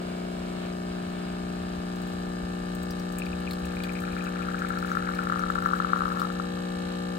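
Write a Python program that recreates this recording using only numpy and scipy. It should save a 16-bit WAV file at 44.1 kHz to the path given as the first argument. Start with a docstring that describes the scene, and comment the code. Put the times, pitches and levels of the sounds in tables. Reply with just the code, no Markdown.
"""A vibrating piston pump in a small espresso machine buzzes at mains rate as pressure builds: harmonics hum,
uneven strokes add half orders, contacts ring the casing, loose parts rattle and pipe flow hisses.
Coffee drips into a glass jug: splashes tick as noise bursts and glass tones, and bubbles plop as short
sines through the jug's air. The small drops die away when the two streams join.
A low room rumble, made of coloured noise, lies under it all."""
import sys
import numpy as np
from scipy import signal
from scipy.fft import rfft, irfft, next_fast_len
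from scipy.io import wavfile
from scipy.ndimage import map_coordinates

SR = 44100
rng = np.random.default_rng(int(sys.argv[2]) if len(sys.argv) > 2 else 0)


def bounce(signal):
    """Save signal as a 16-bit WAV file at the path given by the first command-line argument."""
    frames = np.transpose(np.atleast_2d(signal))
    limited = np.clip(frames, -1, 1)
    pcm = np.round(limited * 32767).astype(np.int16)
    wavfile.write(sys.argv[1], SR, pcm)


N = 316638
SECONDS = np.arange(N) / SR

TOP_HZ = 15950  # upper band limit

# small drops: start of the patter, rise to full patter, deep pool, streams join, dying-away time constant
PATTER_S, FILL_S, DEEP_S, JOIN_S, HUSH_S = 3.0, 2.4, 4.0, 6.24, .06
DROPS_PER_S = 220  # full rate, of which each layer draws a share
SPRAY_DB = -60.5  # lowest drive of a small splash
# bubbles in a shallow pool, fading as it fills
THIN_HZ, THIN_SAG_HZ_PER_S, THIN_DB, THIN_FADE_DB = 2650, 350, -36, 9
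# bubbles in a deep pool, growing up to DEEP_DB
DEEP_HZ, DEEP_SAG_HZ_PER_S, SAG_FROM_S, DEEP_DB, DEEP_GROW_DB = 1480, 125, 4.23, -36, 10.5

MAINS_HZ = 59.99
BUILD_S, BUILD_BEND = 2.6, 1.137  # time constant of the pressure; a bend over 1 gives a slow start
KNOCK_DB, RATTLE_DB, FLOW_DB = (-52, -50.5), (-57.5, -56.5), (-45.5, -48.5)  # (free, loaded)
SHIFT_BEND = 2.5  # over 1, contacts move late in the build-up
# the extra thump of every second stroke; spread in rad per order squared (free, loaded), start in rad
UNEVEN_LAG_MS, UNEVEN_SPREAD, UNEVEN_START = 9.18, (0.1177, 0.1488), 2.42


def amp(db):
    """Decibel law: the amplitude gain of a level."""
    return 10 ** (np.asarray(db) / 20)


def unit(x):
    """Power normalization: x at rms 1."""
    return x / np.sqrt(np.mean(x ** 2) + 1e-20)


def along(points, hz):
    """Linear interpolation of (frequency, value) points on a logarithmic frequency axis."""
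    f, v = np.transpose(points)
    return np.interp(np.log(hz + 1), np.log(f + 1), v)


def wobble(rate):
    """Slow random modulation: a smooth curve through rate random knots a second."""
    knots = rng.standard_normal(int(N * rate / SR) + 4)
    return map_coordinates(knots, [np.arange(N) * rate / SR])


def filtered(x, response):
    """Linear filtering: the spectrum of x times a complex frequency response."""
    m = next_fast_len(N + SR // 2)
    return irfft(rfft(x, m) * response(np.fft.rfftfreq(m, 1 / SR)), m)[..., :N]


def resonance(f, centre_hz, width_hz):
    """Damped resonator: a response of 1 at its centre."""
    return 1j * f * width_hz / (centre_hz ** 2 - f * f + 1j * f * width_hz)


def pair(size, alike):
    """Correlated noise: left and right with a given likeness."""
    a, b = rng.standard_normal((2, size))
    turn = np.arccos(np.clip(alike, -1, 1)) / 2
    common, opposed = np.cos(turn) * a, np.sin(turn) * b
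    return np.array([common + opposed, common - opposed])


def sided(spectrum):
    """Interchannel level difference: a colour tilted between left and right."""
    # tilt between the channels: frequency_hz, left_minus_right_db
    sides = [(200, 5), (400, 12.5), (1200, -11.5), (2400, 0.5), (4400, 5.5), (8000, 0.5), (15000, 9)]
    return lambda hz: amp(along(spectrum, hz) + np.outer([.5, -.5], along(sides, hz)))


def rumble():
    """Room noise: largely correlated random pressure, coloured towards the bass and slowly varied in level."""
    # spectrum of the room: frequency_hz, relative_db_per_hz
    colour = [(12, -26), (20, -21.5), (45, -2), (62, -2.5), (75, 3), (88, -6), (103, -7.5), (140, -14.5),
              (180, -9), (310, -120)]
    # level of the room: time_s, level_db
    room = [(0, -47.5), (2.6, -43.5), (5, -45.5), (7.18, -48)]
    level_db = np.interp(SECONDS, *np.transpose(room))
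    return amp(level_db) * unit(filtered(pair(N, 0.82), lambda hz: amp(along(colour, hz))))


def fill(s):
    """Linear growth of the patter, 0 to 1."""
    return np.clip((s - PATTER_S) / FILL_S, 0, 1)


def drops(share):
    """Random arrivals: times of a share of the small drops, dying away once the streams join."""
    rate = DROPS_PER_S * fill(SECONDS) * np.exp(-np.maximum(SECONDS - JOIN_S, 0) / HUSH_S)
    return SECONDS[rng.random(N) < share * rate / SR]


def ticks(t60, ring_t60, left_db):
    """Impact radiation: each splash is a bright spit of noise and a short ring of the wet glass."""
    # loud splashes: start_s, drive_db, glass_centre_hz
    loud = [(1.958, -47, 5950), (2.018, -45, 8500), (2.072, -46, 7800), (2.096, -50, 8000),
            (2.135, -52, 8000), (2.724, -61, 3830), (2.750, -38.5, 8100), (2.829, -38, 8000),
            (2.907, -37, 5200), (2.996, -41, 5500), (3.123, -42, 7500), (3.185, -31, 8400),
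            (3.258, -44.5, 4450), (3.495, -53, 4000), (3.509, -34.5, 4000), (3.533, -38, 4120),
            (3.654, -38.5, 7500), (3.836, -34, 3800), (3.933, -43, 7000), (4.003, -39, 7800),
            (4.240, -43, 6000), (4.589, -45, 5940), (4.687, -39, 8450), (4.786, -41.5, 4980),
            (4.873, -51, 5740), (4.895, -46, 5900), (4.916, -44, 5730), (4.951, -45, 5900),
            (5.149, -41.5, 5000), (5.393, -42, 5500), (5.503, -44, 7000), (5.550, -44, 6950),
            (5.621, -44, 7040), (5.658, -44, 5960), (6.079, -49, 6000), (6.197, -35, 3940),
            (6.215, -45, 5100), (6.328, -46, 8000)]
    # spectrum of the spit: frequency_hz, gain_db
    splash = [(2500, -26), (5000, -9), (8000, 12), (10500, 4.5), (13000, 8.5), (16000, 7.5)]
    # how well the glass rings: frequency_hz, ring_over_drive_db
    glass = [(4000, -4), (5200, -6), (6000, -8), (8000, -13)]
    spit, ring, t = np.zeros((2, N + SR)), np.zeros(N + SR), np.arange(SR // 40) / SR
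    fall = amp(-60 * t / t60) * (1 - np.exp(-t / 0.0021))
    fall += 0.11 * amp(-60 * t / 0.11)  # weak, slower tail
    small = drops(.5)
    luck = rng.random((len(small), 2))
    spray = np.c_[small, SPRAY_DB + 14 * luck[:, 0] ** 2, 5000 + 7000 * luck[:, 1]]
    for s, db, hz in [*loud, *spray]:
        first = round(s * SR)
        spit[:, first:first + len(t)] += amp(db) * fall * pair(len(t), 0.14)
        detune = np.exp(0.12 * rng.standard_normal((12, 1)))
        tones = np.sin(2 * np.pi * hz * t * detune).sum(axis=0) / 2
        envelope = amp(db + along(glass, hz) - 60 * t / ring_t60) * (1 - np.exp(-t / 0.00047))
        ring[first:first + len(t)] += envelope * tones
    bright = filtered(spit[:, :N], lambda hz: amp(along(splash, hz)))
    return (bright + ring[:N]) * amp([[left_db], [-left_db]])


def thin_pitch(s):
    """Bubble resonance in a shallow pool, in Hz, falling with time."""
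    return THIN_HZ - THIN_SAG_HZ_PER_S * (s - PATTER_S)


def deep_pitch(s):
    """Bubble resonance in a deep pool, in Hz, falling once SAG_FROM_S has passed."""
    return DEEP_HZ - DEEP_SAG_HZ_PER_S * np.maximum(s - SAG_FROM_S, 0)


def plops(swell_ms, lag_ms, left_db, echo_db):
    """Bubble resonance: each drop traps a bubble that rings a few cycles and stirs the air in the jug."""
    # loud plops: start_s, drive_db
    loud = [(3.2192, -27.5), (3.475, -30.5), (3.768, -33), (3.803, -34), (3.842, -35), (3.893, -30.5),
            (3.953, -34), (3.971, -38), (3.989, -35), (4.0193, -38), (4.037, -31), (4.0776, -32.5),
            (4.1654, -29.5), (4.2667, -30), (4.4858, -27.5), (4.5438, -26.5), (4.619, -24), (4.6477, -27),
            (4.704, -26), (4.7725, -28), (4.826, -27.5), (4.8464, -28), (4.9157, -23), (4.951, -28),
            (4.97, -21), (5.0722, -29), (5.0887, -24.5), (5.136, -34), (5.189, -23.5), (5.27, -25.5),
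            (5.298, -22.5), (5.3216, -21.5), (5.3929, -26), (5.436, -24), (5.5005, -20.5), (5.5546, -25.5),
            (5.585, -24.5), (5.6223, -27), (5.6591, -17), (5.6878, -27), (5.711, -27), (5.7336, -18),
            (5.8005, -21.5), (5.846, -21.5), (5.9325, -15), (5.9602, -24), (6.006, -23), (6.0187, -20.5),
            (6.055, -23), (6.0795, -25.5), (6.118, -25.5), (6.1712, -27), (6.194, -29), (6.2169, -20.5),
            (6.2513, -27), (6.398, -24.5)]
    # resonances of the air in the jug: centre_hz, width_hz, gain_db
    jug = [(1370, 217, 8), (1700, 140, -3.5), (800, 170, -1.5), (2350, 310, -0.5)]
    rows = []
    for s, db in loud:
        pitch = thin_pitch(s) if s < DEEP_S else deep_pitch(s)
        rows.append((s, db, pitch * np.exp(0.01 * rng.standard_normal())))
    layers = [(deep_pitch, DEEP_DB - DEEP_GROW_DB, DEEP_GROW_DB, .8),
              (thin_pitch, THIN_DB, -THIN_FADE_DB, .6)]
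    for pitch, start_db, change_db, share in layers:
        s = drops(share)
        luck = rng.standard_normal((len(s), 2))
        level_db = start_db + change_db * fill(s) + 3 * luck[:, 0]
        rows += list(np.c_[s, level_db, pitch(s) * np.exp(.11 * luck[:, 1])])
    bubbles, t = np.zeros(N + SR), np.arange(SR // 20) / SR
    u = 1000 * t / swell_ms
    swell = (u * np.exp(1 - u)) ** 2
    for s, db, hz in rows:
        first = round(s * SR)
        bubbles[first:first + len(t)] += amp(db) * swell * np.sin(2 * np.pi * hz * t)
    bubbles = bubbles[:N]

    def air(f):
        return sum(amp(db) * resonance(f, c, w) for c, w, db in jug)

    def late(f):  # the right side hears the jug later
        delay_s = np.array([[0], [lag_ms / 1000]])
        return amp([[left_db], [-left_db]]) * np.exp(-2j * np.pi * f * delay_s)

    wet = 0.15 * bubbles + filtered(bubbles, air)
    echo = pair(len(t), 0) * amp(echo_db - 60 * t / 0.083)
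    walls = signal.fftconvolve(wet[None], echo, axes=1)[:, :N]
    return filtered(wet, late) + walls


def pressure():
    """Saturating growth: load on the pump, from 0 free towards 1 full."""
    return 1 - np.exp(-(SECONDS / BUILD_S) ** BUILD_BEND)


def loaded(ends):
    """Linear dependence on load: a value that moves from free to loaded with the pressure."""
    return ends[0] + (ends[1] - ends[0]) * pressure()


def flow():
    """Turbulence noise: water forced through the pipes, calmer as the pressure rises."""
    # spectrum of the flow: frequency_hz, relative_db_per_hz
    colour = [(90, -45), (140, -12), (200, -8.5), (300, -19), (680, -16.5), (1000, -21), (1500, -16),
              (1950, -23.5), (2300, -20), (3000, -21), (4300, -23), (5500, -54)]
    level_db = loaded(FLOW_DB) + 1.14 * wobble(9)
    return amp(level_db) * unit(filtered(pair(N, 0.078), sided(colour)))


def spikes(at, size):
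    """Band-limited impulses: windowed sinc pulses placed between samples."""
    near = np.round(at)[:, None] + np.arange(-4, 5)
    offset = near - at[:, None]
    shape = np.sinc(offset) * np.cos(np.pi * offset / 10) ** 2
    index = np.clip(near, 0, N).astype(int)
    return np.bincount(index.ravel(), (size[:, None] * shape).ravel(), N + 1)[:N]


def knocks(free_db, loaded_db, slip_ms, t60=0.038, steady=0.63):
    """Modal excitation: contacts ring the casing and shake loose parts, with scatter that shrinks under load."""
    # piston and valve contacts in one stroke:
    # free_ms, loaded_ms, free_relative_db, loaded_relative_db, every_second_stroke_db, colour_centre_hz
    contacts = [(0.17, 0.24, -2, 11.5, 1, 4000), (0, 0, 3, -4, -2.5, 5120), (0, 0, -0.5, -8, -2, 2440),
                (2, 2, 5, 2.5, -1, 2755), (5.5, 5.5, -16, 5, 1.5, 2760), (9, 4.9, -1, -1, 5, 5180),
                (9, 5, -3, -5.5, 2.5, 7300), (11.5, 10, 6, -14, -6, 2400), (14.5, 13, 4, -18, -4, 2450)]
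    # modes of the casing: centre_hz, width_hz, left_relative_db, right_relative_db, left_leads_rad
    casing = [(2235, 82, 6, 4, 6), (2699, 64, -19.5, 4, 0.5), (2870, 235, 2, -7.5, -0.5),
              (3290, 150, -8, -0.5, 1.5), (3830, 140, -0.5, -1, -1.23), (4087, 340, -11.5, -10, -0.6),
              (4945, 215, 3.5, -1.5, 3), (6070, 73, 5.5, 5.5, 9.5), (6990, 730, -62, -7, 2.5),
              (8200, 860, 1.5, -42, 40), (8580, 370, -4.5, -57, -2)]
    # spectrum of the loose parts: frequency_hz, relative_db_per_hz
    loose = [(1500, -40), (2700, -5), (3400, -13), (4000, -6), (4550, -11), (5050, 0), (5700, -11),
             (6300, -3), (8100, 0), (9100, -3), (10300, -14), (11400, -8), (12500, -13), (16000, -17)]
    starts = np.arange(0, N / SR, 1 / MAINS_HZ)
    second = np.arange(len(starts)) % 2
    work = pressure()[(starts * SR).astype(int)]
    scatter_db = free_db + (loaded_db - free_db) * work
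    t = np.arange(SR // 20) / SR
    blows, gate = np.zeros(N), np.zeros(N)
    for free_ms, full_ms, free, full, second_db, centre_hz in contacts:
        luck = rng.standard_normal((len(starts), 2))
        ms = free_ms + (full_ms - free_ms) * work ** SHIFT_BEND
        ms += slip_ms * (1.1 - work) * luck[:, 0]
        level_db = free + (full - free) * work + second_db * second + scatter_db * luck[:, 1]
        train = spikes((starts + ms / 1000) * SR, amp(level_db))
        blows += filtered(train, lambda f: (.45 / .32 * resonance(f, centre_hz, .32 * centre_hz)) ** 2)
        gate += train

    def modes(f):
        total = 0
        for c, w, left, right, lead in casing:
            sides = amp([[left], [right]]) * np.exp(1j * np.array([[0], [-lead]]))
            total = total + sides * resonance(f, c, w)
        return f ** 6 / (f ** 6 + 980.0 ** 6) * total  # little bass radiates

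    shaken = steady + unit(np.convolve(gate, amp(-60 * t / t60))[:N])  # noise swells at every contact
    rattle = filtered(pair(N, 0.062) * shaken, sided(loose))
    cavity = pair(len(t), .1) * amp(-26 - 60 * t / .035)  # the steel bay throws each knock back
    cavity[:, 0] = 1  # direct sound
    blows = signal.fftconvolve(blows[None], cavity, axes=1)[:, :N]
    ringing = unit(filtered(blows, modes))
    return amp(loaded(KNOCK_DB)) * ringing + amp(loaded(RATTLE_DB)) * unit(rattle)


def hum(shake_ms, sway):
    """Harmonic synthesis: the casing answers each stroke; uneven free strokes blur the upper orders."""
    # casing hum; half orders come from the uneven strokes, swing -1 reverses the panel under load:
    # mains_order, free_left_db, free_right_db, loaded_left_db, loaded_right_db, left_leads_rad, swing
    stroke = [(2, -58, -65, -57, -60, 0.5, 1), (3, -36, -37, -33, -35, 0.3, 1),
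              (4, -42, -42, -42, -42, 0.4, 1), (5, -46, -53, -43, -50, 0.2, 1),
              (6, -40, -51, -42, -51, 1.3, 1), (7, -46, -51, -51, -56, -1.2, 1),
              (8, -49, -54, -40, -62, 2.1, -1), (9, -45, -58, -43, -64, 2.6, -1),
              (10, -46, -53, -48, -56, 2.1, 1), (11, -50, -55, -70, -60, 2.2, 1),
              (12, -50, -64, -52, -53, 2.3, 1), (13, -50, -69, -49, -53, -1.8, 1),
              (14, -62, -59, -48, -57, 2.8, -1), (15, -51, -56, -61, -77, 3.0, 1),
              (16, -57, -66, -63, -65, 2.3, 1), (17, -57, -66, -61, -62, 1.4, 1),
              (18, -64, -68, -64, -61, 1.8, 1), (19, -54, -60, -52, -67, -3.1, 1),
              (20, -52, -57, -44, -56, 3.1, 1), (21, -58, -61, -56, -67, 0.9, 1),
              (22, -63, -62, -54, -63, 1.1, 1), (23, -58, -61, -60, -51, 3.0, 1),
              (24, -65, -55, -67, -55, 2.9, 1), (25, -69, -70, -64, -56, 2.1, 1),
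              (26, -60, -58, -60, -56, 2.0, 1), (27, -64, -64, -54, -56, 1.2, 1),
              (28, -59, -61, -57, -58, 2.0, 1), (29, -59, -66, -47, -61, 1.6, 1),
              (30, -60, -71, -53, -65, 1.5, 1), (31, -68, -64, -58, -62, -3.0, -1),
              (32, -62, -68, -62, -65, 2.9, 1), (2.5, -52, -57, -61, -67, 0.3, 1),
              (3.5, -50, -53, -51, -53, 0.5, 1), (4.5, -57, -68, -59, -61, 0.6, 1),
              (5.5, -52, -63, -64, -75, 1.3, -1), (6.5, -56, -63, -62, -71, 0.4, 1),
              (7.5, -53, -55, -67, -69, 1.5, 1), (8.5, -53, -65, -63, -67, 2.5, 1),
              (9.5, -53, -64, -58, -66, 2.5, 1), (10.5, -53, -58, -65, -71, 0.3, 1),
              (11.5, -49, -64, -67, -72, 0.2, 1), (12.5, -70, -62, -71, -61, -2.8, 1),
              (13.5, -69, -64, -58, -62, 1.8, 1), (14.5, -58, -63, -56, -73, -2.8, 1)]
    # when parts of the casing answer: from_order, lag_ms, spread_rad_per_order_squared, start_rad
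    arrival = [(2, 3.47, -.6, -2.5), (7, 18.27, .263, 0.25), (15, 10.65, .054, -3)]
    load = pressure()
    free = (1 - 0.4 * load) ** 2
    s = SECONDS + shake_ms / 1000 * free * wobble(45)
    out = np.zeros((2, N))
    for order, free_l, free_r, full_l, full_r, lead, swing in stroke:
        size = np.outer(amp([free_l, free_r]), 1 - load)
        size += np.sign(swing) * np.outer(amp([full_l, full_r]), load)
        size *= 1 + sway * min(order / 8, 1.5) * free * wobble(14)  # each order sways by itself
        if order % 1:
            lag_ms, spread, start = UNEVEN_LAG_MS, loaded(UNEVEN_SPREAD), UNEVEN_START
        else:
            lag_ms, spread, start = [row for row in arrival if round(row[0]) <= order][-1][1:]
        angle = 2 * np.pi * MAINS_HZ * order * (s - lag_ms / 1000) + spread * order ** 2 + start
        out += size * [np.sin(angle), np.sin(angle - lead)]
    return np.sqrt(2) * out  # rms to peak


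def scene():
    """Superposition: the sound pressures of room, jug and pump add."""
    jug = ticks(t60=0.0087, ring_t60=0.044, left_db=3.0)
    jug = jug + plops(swell_ms=0.98, lag_ms=0.44, left_db=6.5, echo_db=-28.5)
    pump = flow() + knocks(free_db=1.3, loaded_db=.6, slip_ms=.012)
    pump = pump + hum(shake_ms=0.036, sway=0.087)
    return rumble() + jug + pump


def record(dry):
    """Band limitation: nothing passes at or above TOP_HZ."""
    return filtered(dry, lambda hz: hz < TOP_HZ)


dry = scene()
out = record(dry)
bounce(out)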